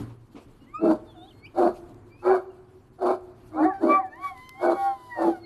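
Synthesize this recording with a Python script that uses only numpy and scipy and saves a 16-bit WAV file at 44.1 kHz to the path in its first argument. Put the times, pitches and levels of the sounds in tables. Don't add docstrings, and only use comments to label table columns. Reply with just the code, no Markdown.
import sys
import numpy as np
from scipy import signal
from scipy.fft import rfft, irfft, next_fast_len
from scipy.io import wavfile
from scipy.ndimage import uniform_filter1d, map_coordinates

SR = 44100
rng = np.random.default_rng(int(sys.argv[2]) if len(sys.argv) > 2 else 0)


def level_to_linear(level):
    exponent = np.asarray(level, float) / 20
    return 10 ** exponent


def materialize(psi):
    bounded = np.clip(np.atleast_2d(psi).T, -1, 1)
    quanta = np.round(bounded * 32767).astype(np.int16)
    wavfile.write(sys.argv[1], SR, quanta)


N = 240697

# (frequency [Hz], level [dB per Hz])
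RASP = [(1590, -44.5), (2700, -14.5), (3020, -4.5), (3440, -11.5), (3610, -0.5), (3950, -8.5), (4510, -1),
        (5110, -13), (9230, -13.5), (10700, -6.5), (13000, -14.5)]


def barks():
    # (chest cycles per fold pulse [1], pulse scatter [0-1], noise share [0-1],
    # undertone over chest [dB])
    voicing = [(3, 0.6, 1, -6.5), (3.5, 0.1, 0.72, -12.5), (3.3, 0.05, 0.37, -27), (3.3, 0.5, 0.8, -14),
               (3, 0.36, 0.5, -33), (4.4, 0.3, 0.71, -4), (3.9, 0.1, .65, -15), (3, 0.6, 0.7, -15)]
    # (full voice from [s], hold [s], chest level [dB], swell over the hold [dB], chest note [Hz])
    bark_table = [
        (0.837, 0.087, -20, 0.5, 329.3),
        (1.593, 0.091, -20, -2.5, 350.5),
        (2.273, 0.089, -18, -2, 368.8),
        (3.033, 0.084, -22.5, 1.5, 368),
        (3.548, 0.1, -26.5, 18, 316.4),
        (3.844, 0.086, -22.5, -6.5, 332.5),
        (4.644, .092, -22, -1, 348.2),
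        (5.2, 0.091, -22.5, 14, 345.7),
    ]
    # (mouth level [dB], swell over the hold [dB], snout over mouth [dB],
    # jaw resonance [Hz], its fall over the hold [Hz])
    jaw_table = [(-25.5, 6, -15, 625, 6), (-22, 1, -15, 700, 60), (-23.5, 0, -3.5, 760, 191),
                 (-23, 8, -12.5, 670, 17), (-33.5, 16, -4.5, 660, 1), (-25, 2.5, -13.5, 620, 0.5),
                 (-22, -3, -9.5, 660, 19.5), (-26, -2.5, -17, 745, -42.5)]
    # (frequency [Hz], level [dB])
    mouth = [(500, 0.5), (620, 5.5), (770, -0.5), (880, -17.5)]
    # (frequency [Hz], level [dB])
    snout = [(1030, 3.5), (1230, 6), (1410, 6), (1620, -2.5), (1850, -14.5), (2240, -8.5)]
    # (frequency [Hz], level [dB])
    throat = [(3620, -7), (4250, 0), (4550, -1)]
    # (frequency [Hz], level [dB per Hz])
    hiss = [(420, -44.5), (520, 6.5), (800, 1.5), (1100, -1), (1500, -10), (1900, -33), (2600, -33),
            (3200, -57)]
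    wander = 0.036
    over_db = -2

    out = np.zeros(N)
    for bark, opening, (cycles, scatter, share, under_db) in zip(bark_table, jaw_table, voicing):
        controls = bark_controls(bark, opening)
        start, gate, (hz, chest_db, mouth_db, snout_db, rasp_db, jaw_hz) = call(controls, release=0.03)
        size = len(gate)

        chest = turns(hz * (1 + wander * share * wobble(size, 25.6)))
        folds = chest / cycles + 2 * np.pi * scatter * wobble(size, 90)
        pulses = np.diff(np.floor(folds / (2 * np.pi)), prepend=0).clip(0, 1)
        pulses = pulses * level_to_linear(1.3 * wobble(size, 150))
        puffs = (12 + np.cos(folds)) * level_to_linear(3.9 * wobble(size, 56.6))
        air = unit(puffs * rng.standard_normal(size))
        source = np.sqrt(1 - share) * unit(pulses) + np.sqrt(share) * air

        chest_gain = level_to_linear(1.5 * np.cos(folds) + 1.8 * share * wobble(size, 70))
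        chest_tone = np.sqrt(2) * chest_gain * np.sin(chest + 1.1 * share ** 2 * wobble(size, 60))
        under = fuzzy(hz * (1 - 1 / cycles), size, drift=0.015, blur=1.72 * share, flicker_db=2.5)
        over = fuzzy(hz * (1 + 1 / cycles), size, drift=0.019, blur=1.52 * share, flicker_db=3.5)
        voice = chest_tone + level_to_linear(under_db) * under + level_to_linear(under_db + over_db) * over

        throb = 1 + 0.5 * np.cos(folds)

        def bands(modes):
            lines = [level_to_linear(db) * fuzzy(centre, size, drift=0.035, blur=0.3 + (centre / 1500) ** 2, flicker_db=3)
                     for centre, db in modes]
            return unit(throb * sum(lines))

        jaw = fuzzy(jaw_hz, size, drift=0.022, blur=0.7, flicker_db=2)
        bed = unit(filtered(source, lambda f: level_to_linear(along(hiss, f))))
        rasp = unit(filtered(air, lambda f: level_to_linear(along(RASP, f)))) + level_to_linear(-4.5) * bands(throat)
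        upper = level_to_linear(-6) * bands(mouth) + level_to_linear(-4) * jaw + level_to_linear(-7) * bed
        upper += level_to_linear(snout_db - 5.5) * bands(snout) + level_to_linear(rasp_db) * rasp
        out[start:start + size] += gate * (level_to_linear(chest_db) * voice + level_to_linear(mouth_db) * upper)
    return band(out, 224, 11000)


def bark_controls(bark, opening):
    s, hold, db, swell_db, hz = bark
    mouth_db, mouth_swell_db, snout_db, jaw_hz, fall_hz = opening
    edges = (0.058, 36.5, 0.073, 34)
    t, chest = note(s, hold, db, swell_db, edges)
    early, mouth = note(s - 0.0074, hold, mouth_db, mouth_swell_db, edges)
    times = np.sort(np.r_[t, early[1:3]])
    edge = np.array([1, 0, 0, 1])
    shapes = [
        (t, hz - 15.8 * edge),
        (t, chest),
        (early, mouth),
        (t, snout_db + 4 * edge),
        (t, -32.5 + 9 * edge),
        (t, jaw_hz + fall_hz * np.array([1, 1, -1, -1]) / 2),
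    ]
    return np.transpose([times] + [np.interp(times, *shape) for shape in shapes])


def whines():
    tone, phase, gain = high_oscillator()
    return tone + low_oscillator(phase, gain)


def high_oscillator():
    # (time [s], pitch [Hz], effort [dB], octave over the first partial [dB])
    whine_table = [
        [(3.7, 903, -39, 6), (3.735, 780, -33, -18), (3.802, 770, -47.5, -5), (3.86, 1100, -59.5, 3.5),
         (3.895, 1154, -25, -18.5), (3.956, 1166, -20.5, -12.5), (4.0, 1134, -35.5, -25), (4.05, 886, -57.5, 5),
         (4.1, 838, -63, 6)],
        [(4.09, 829, -69.5, -13), (4.134, 895, -54, 7), (4.21, 1107, -47.5, -17), (4.244, 1145, -31.5, -14),
         (4.29, 1119, -33.5, -13), (4.326, 1077, -54.5, -7), (4.366, 1008, -50, -5.5), (4.55, 1038, -58, 3),
         (4.67, 1136, -48, -5)],
        [(4.66, 1129, -46.5, -2.5), (4.87, 1106, -38, -22.5), (4.99, 1004, -50, -16.5), (5.085, 995, -50, -18),
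         (5.125, 975, -44.5, 4.5), (5.21, 900, -35.5, -7.5), (5.265, 861, -27, -37.5), (5.36, 721, -45.5, -3.5),
         (5.41, 708, -73, 5.5)],
    ]
    bright_table = [-7, 2, 1]
    # (frequency [Hz], level [dB])
    overtones = [(2300, -12), (3300, -3), (4000, -1), (4700, -8), (5500, -10), (6300, -12), (7200, -14),
                 (9000, -30)]

    out, high, high_gain = np.zeros(N), np.zeros(N), np.zeros(N)
    for rows, bright_db in zip(whine_table, bright_table):
        start, gate, (hz, first_db, octave_db) = call(rows)
        size = len(gate)
        span = slice(start, start + size)
        second_db = first_db + octave_db
        glide = abs(np.gradient(hz)) * SR / 1000
        upper_db = -66 + bright_db + 0.34 * (first_db + 40) - 3 * glide

        phase = turns(hz * (1 + 0.0012 * wobble(size, 40.1)))
        tone = level_to_linear(first_db + 1.8 * wobble(size, 40)) * np.sin(phase)
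        second = np.sin(2 * phase + 0.3 * wobble(size, 90))
        tone += level_to_linear(second_db + 2.5 * wobble(size, 28)) * second
        third = np.sin(3 * phase + 0.3 * wobble(size, 90))
        tone += level_to_linear(upper_db + 4 * wobble(size, 20)) * third
        for k in range(4, 9):
            db = upper_db + along(overtones, k * hz) - 3 + 5.5 * wobble(size, 16)
            tone += level_to_linear(db) * np.sin(k * phase + 0.5 * wobble(size, 90))

        haze = unit(filtered(rng.standard_normal(size), lambda f: level_to_linear(along(RASP, f))))
        tone += level_to_linear(upper_db + 1 + 0.21 * (first_db + 40.5) + 2.7 * wobble(size, 13.1)) * haze
        tone += level_to_linear(first_db - 22) * unit(band(rng.standard_normal(size), 720, 1900))
        out[span] += np.sqrt(2) * gate * tone
        high[span], high_gain[span] = phase, level_to_linear(first_db)
    return out, high, high_gain


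def low_oscillator(high, high_gain):
    # (full from [s], hold [s], level [dB], swell [dB], pitch [Hz])
    drone = [
        (3.931, 0.089, -31, 0, 754.4),
        (4.2, 0.15, -49.5, -4.5, 769),
        (4.554, .15, -46, 4.5, 774),
        (4.769, .11, -28, 9, 795.7),
        (5.002, 0.12, -61, 6, 782),
    ]
    coupling = [-30.5, -19, -19, -13, -18.5]
    # (attack [s], attack [dB], release [s], release [dB])
    drone_edges = (.03, 35, .07, 17.6)

    out = np.zeros(N)
    for (s, hold, level_db, swell_db, hz), mix_db in zip(drone, coupling):
        start, gate, (db,) = call(np.transpose(note(s, hold, level_db, swell_db, drone_edges)))
        size = len(gate)
        span = slice(start, start + size)
        rough = np.clip((-30.5 - level_db) * 1.1, 0, 1)
        hz = hz * (1 + 0.0012 * (db - db.max()))
        db = db + 5 * rough * wobble(size, 40)
        low = turns(hz * (1 + (0.0037 + 0.022 * rough) * wobble(size, 48)))
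        both = np.sqrt(level_to_linear(db) * high_gain[span])
        mixed = level_to_linear(mix_db) * np.sin(2 * high[span] - low) + level_to_linear(-24) * np.sin(high[span] + low)
        own = np.sin(low) + level_to_linear(-33) * np.sin(2 * low)
        out[span] += np.sqrt(2) * gate * (level_to_linear(db) * own + both * mixed)
    return out


def cries():
    # (time [s], pitch [Hz], effort [dB])
    yelp = [(3.55, 228, -46), (3.574, 255.6, -29.5), (3.63, 305.3, -26), (3.66, 375, -24),
            (3.705, 381, -31), (3.72, 370, -46)]
    # (frequency [Hz], level [dB])
    muzzle = [(300, -8.5), (600, -6), (780, -0.5), (950, -14), (1150, -9.5), (1450, -31), (1820, -17),
              (2300, -37.5)]
    # (time [s], pitch [Hz], effort [dB])
    yip = [(0.66, 937, -61), (0.73, 1157, -62), (0.748, 1211, -35), (0.79, 1296, -42.5), (0.81, 1335, -57),
           (0.89, 1320, -55)]
    # (frequency [Hz], level [dB])
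    lips = [(1000, -15), (1250, 2.5), (2450, -10), (2720, -5.5), (3700, -37), (4950, -35), (6200, -58),
            (7500, -33)]
    # (time [s], pitch [Hz], effort [dB])
    squeak = [(1.04, 983, -64), (1.06, 927, -64), (1.11, 859, -51.5), (1.14, 797, -64), (1.165, 720, -54),
              (1.195, 699, -56.5), (1.24, 743, -49), (1.285, 835, -57), (1.3, 852, -57)]
    # (frequency [Hz], level [dB])
    palate = [(750, -0.5), (950, -13), (1450, -16), (2400, -39), (2900, -18), (3600, -9.5), (4000, -25),
              (4500, -19)]
    return glides([yelp], muzzle, 6) + glides([yip], lips, 6) + glides([squeak], palate, 5)


def whistles():
    # (time [s], pitch [Hz], effort [dB])
    whistle_table = [
        [(1.32, 2114, -68), (1.42, 2170, -65), (1.452, 2330, -45), (1.475, 2750, -51)],
        [(2.09, 2330, -81), (2.126, 2340, -52), (2.184, 2500, -69), (2.235, 2690, -70)],
        [(5.39, 2230, -74), (5.432, 2145, -59.5), (5.458, 2170, -38)],
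    ]
    # (frequency [Hz], level [dB])
    nose = [(2100, -9.5), (2450, -1.5), (2700, -1), (4300, -4), (4900, -22.5), (5500, -21), (6000, -90)]
    return glides(whistle_table, nose, 2)


def paws():
    # (time [s], board level [dB], knock level [dB], grit level [dB])
    thuds = [
        (0.002, -24, -39.5, -89),
        (.07, -41, -53, -54.5),
        (0.347, -51, -47, -46.5),
        (0.458, -46, -56, -75),
        (0.612, -66, -55, -62),
        (1.902, -43.5, -54, -75),
    ]
    # (frequency [Hz], level [dB], t60 [s])
    board = [(116.9, -6, 0.57)]
    # (frequency [Hz], level [dB], t60 [s])
    knock = [(229.2, 5, 0.31), (280.4, 14, 0.12), (384, 4, 0.047)]
    # (frequency [Hz], level [dB per Hz])
    grit_colour = [(210, -48), (350, -7), (618, -13.5), (666, -15.5), (1250, -18), (1840, -36), (2240, -24),
                   (12500, -53.5), (16200, -74), (22000, -120)]

    out, t = np.zeros(N + SR), np.arange(SR // 2) / SR

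    def ring(modes):
        return sum(level_to_linear(db - 60 * t / t60) * np.sin(2 * np.pi * hz * t) for hz, db, t60 in modes)

    for s, board_db, knock_db, grit_db in thuds:
        grit = unit(filtered(rng.standard_normal(len(t)), lambda hz: level_to_linear(along(grit_colour, hz))))
        grit = grit * level_to_linear(-60 * t / 0.45 + 2.5 * wobble(len(t), 50)) * (1 - np.exp(-t / 0.012))
        blow = level_to_linear(board_db) * ring(board) + level_to_linear(knock_db) * ring(knock) + level_to_linear(grit_db) * grit
        out[round(s * SR):][:len(t)] += blow * (1 - np.exp(-t / 0.0034))
    return out[:N]


def fence():
    # (time [s], peak level [dB], centre frequency [Hz])
    ticks = [(0.9342, -41, 4700), (1.1824, -62, 3450), (1.7423, -51, 4170), (1.8944, -54, 4430),
             (1.9445, -53, 3910), (2.5176, -62, 5210), (3.209, -59, 7460), (4.1573, -55, 3850),
             (4.3773, -46, 3040), (4.4926, -31, 5120), (5.2269, -43, 4270)]
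    out, t = np.zeros(N + SR), np.arange(800) / SR
    for s, db, hz in ticks:
        snap = rng.standard_normal(len(t)) * level_to_linear(-60 * t / 0.01)
        snap = filtered(snap, lambda f: 1 / (1 + ((f - hz) / 3000) ** 2) + 0.99)
        snap = band(snap, 1000, 15000)
        out[round(s * SR):][:len(t)] += level_to_linear(db) * snap / abs(snap).max()
    return out[:N]


def bird():
    # (time [s], length [s], from pitch [Hz], to pitch [Hz], level [dB])
    chirps = [
        (0.595, 0.071, 2810, 2950, -68.5),
        (1.265, .045, 3050, 3900, -54.5),
        (1.298, .03, 3560, 2520, -54),
        (1.451, .035, 2570, 3290, -52.5),
        (2.493, 0.034, 2900, 2700, -69),
    ]
    calls = []
    for s, length, hz, to_hz, db in chirps:
        calls.append([(s + u * length, hz + u * (to_hz - hz), db - 13.5 * abs(2 * u - 1))
                      for u in (0, 0.5, 1)])
    return glides(calls, [(1, 0)], 1)


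def traffic():
    # (frequency [Hz], level [dB per Hz])
    hum_colour = [(12, -57), (24, 0), (62, -6), (107, 2.5), (195, -13), (229, -6), (363, -7), (503, -17.5),
                  (546, -20.5), (1050, -19.5), (2000, -31.5), (2490, -33.5), (3950, -40), (4400, -37.5),
                  (5040, -43), (13000, -43.5)]
    # (time [s], level [dB])
    hum_levels = [
        (0.0, -36.5),
        (0.17, -54),
        (0.64, -55),
        (1.58, -53),
        (2.39, -54.5),
        (2.64, -55.5),
        (5.21, -56.5),
        (5.46, -54.5),
    ]

    def hum():
        return filtered(rng.standard_normal(N), lambda hz: level_to_linear(along(hum_colour, hz)) * (hz < 13000))

    s, db = np.transpose(hum_levels)
    low = band(hum(), 13, 2500)
    leaves = patches(band(hum(), 2700, 13000), deep_db=2.5)
    rustle = level_to_linear(1.5 + 0.74 * wobble(N, 5.77) + 3.3 * wobble(N, 32.97))
    noise = unit(low + rustle * leaves)
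    return level_to_linear(np.interp(np.arange(N) / SR, s, db) + 1 + 1.84 * wobble(N, 4.16)) * noise


def pen(x, wet_db, near_db, ring_db):
    # (frequency [Hz], t60 [s])
    decay = [(150, 0.2), (350, 1.35), (700, 1), (1800, 1.2), (5000, 1.2), (12000, 0.75)]
    # (frequency [Hz], level [dB], t60 [s])
    wall_modes = [(364, -16, 0.95), (640, -30.5, .8)]
    hz, _, z = signal.stft(rng.standard_normal(SR), SR, nperseg=512)
    t = np.arange(z.shape[1]) * 256 / SR
    tail = signal.istft(z * level_to_linear(-60 * t / along(decay, hz)[:, None]), SR, nperseg=512)[1][:SR]
    t = np.arange(SR) / SR
    near = rng.standard_normal(SR) * level_to_linear(-60 * t / 0.17)
    ring = sum(level_to_linear(db - 60 * t / t60 + 5 * wobble(SR, 23)) * np.sin(2 * np.pi * f * t)
               for f, db, t60 in wall_modes)
    answer = level_to_linear(wet_db) * tail / np.linalg.norm(tail) + level_to_linear(near_db) * near / np.linalg.norm(near)
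    answer += level_to_linear(ring_db) * ring
    return signal.fftconvolve(x, np.pad(answer, (400, 0)))[:N]


def glides(calls, colour, count):
    out = np.zeros(N)
    for rows in calls:
        start, gate, (hz, db) = call(rows)
        size, phase = len(gate), turns(hz)
        tone = np.zeros(size)
        for k in range(1, count + 1):
            flicker_db = (1.5 + 0.8 * k) * wobble(size, 35)
            tone += level_to_linear(db + along(colour, k * hz) + flicker_db) * np.sin(k * phase)
        out[start:start + size] += np.sqrt(2) * gate * tone
    return out


def fuzzy(hz, size, drift, blur, flicker_db):
    phase = turns(hz * (1 + drift * wobble(size, 18))) + blur * wobble(size, 80.4)
    flicker = level_to_linear(flicker_db * (wobble(size, 24.1) + wobble(size, 68.4)))
    return unit(flicker * np.sin(phase))


def note(s, hold, db, swell_db, edges):
    attack, attack_db, release, release_db = edges
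    first, last = db - swell_db / 2, db + swell_db / 2
    times = np.array([s - attack, s, s + hold, s + hold + release])
    return times, np.array([first - attack_db, first, last, last - release_db])


def call(rows, fade=0.012, release=0.016):
    s, *columns = np.transpose(rows)
    start = round(s[0] * SR)
    t = np.arange(start, min(round(s[-1] * SR), N)) / SR
    gate = np.clip(np.minimum((t - s[0]) / fade, (s[-1] - t) / release), 0, 1)
    curves = [uniform_filter1d(np.interp(t, s, c), size=400, mode="nearest") for c in columns]
    return start, gate, curves


def wobble(size, rate):
    knots = rng.standard_normal(size // 40 + 8)
    return map_coordinates(knots, [np.arange(size) * min(rate, 1000) / SR])


def patches(x, deep_db):
    z = signal.stft(x, nperseg=512)[2]
    field = uniform_filter1d(rng.standard_normal(z.shape), size=10, axis=0)
    field = uniform_filter1d(field, size=6, axis=1)
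    return signal.istft(z * level_to_linear(deep_db * unit(field)), nperseg=512)[1][:len(x)]


def turns(hz):
    return 2 * np.pi * np.cumsum(hz) / SR


def filtered(x, response):
    m = next_fast_len(len(x) + SR // 2)
    return irfft(rfft(x, m) * response(np.fft.rfftfreq(m, 1 / SR)), m)[:len(x)]


def band(x, lo_hz, hi_hz):
    return signal.sosfilt(signal.butter(4, [lo_hz, hi_hz], "bandpass", fs=SR, output="sos"), x)


def along(points, hz):
    f, v = np.transpose(points)
    return np.interp(np.log(hz + 1), np.log(f + 1), v)


def unit(x):
    return x / np.sqrt(np.mean(x ** 2) + 1e-20)


def scene():
    big = barks()
    small = whines() + cries() + whistles() + bird()
    small += pen(small, wet_db=-30, near_db=-12, ring_db=-90)
    dogs = big + pen(big, wet_db=-22.5, near_db=-9.5, ring_db=-68) + small
    return (dogs + paws() + fence() + traffic())[None]


def band_limit(x):
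    return signal.sosfilt(signal.butter(12, 13700, fs=SR, output="sos"), x)


def record(dry):
    top, knee = 0.35, 8
    mix = dry / (1 + abs(dry / top) ** knee) ** (1 / knee)
    return band_limit(mix)


dry = scene()
out = record(dry)
materialize(out)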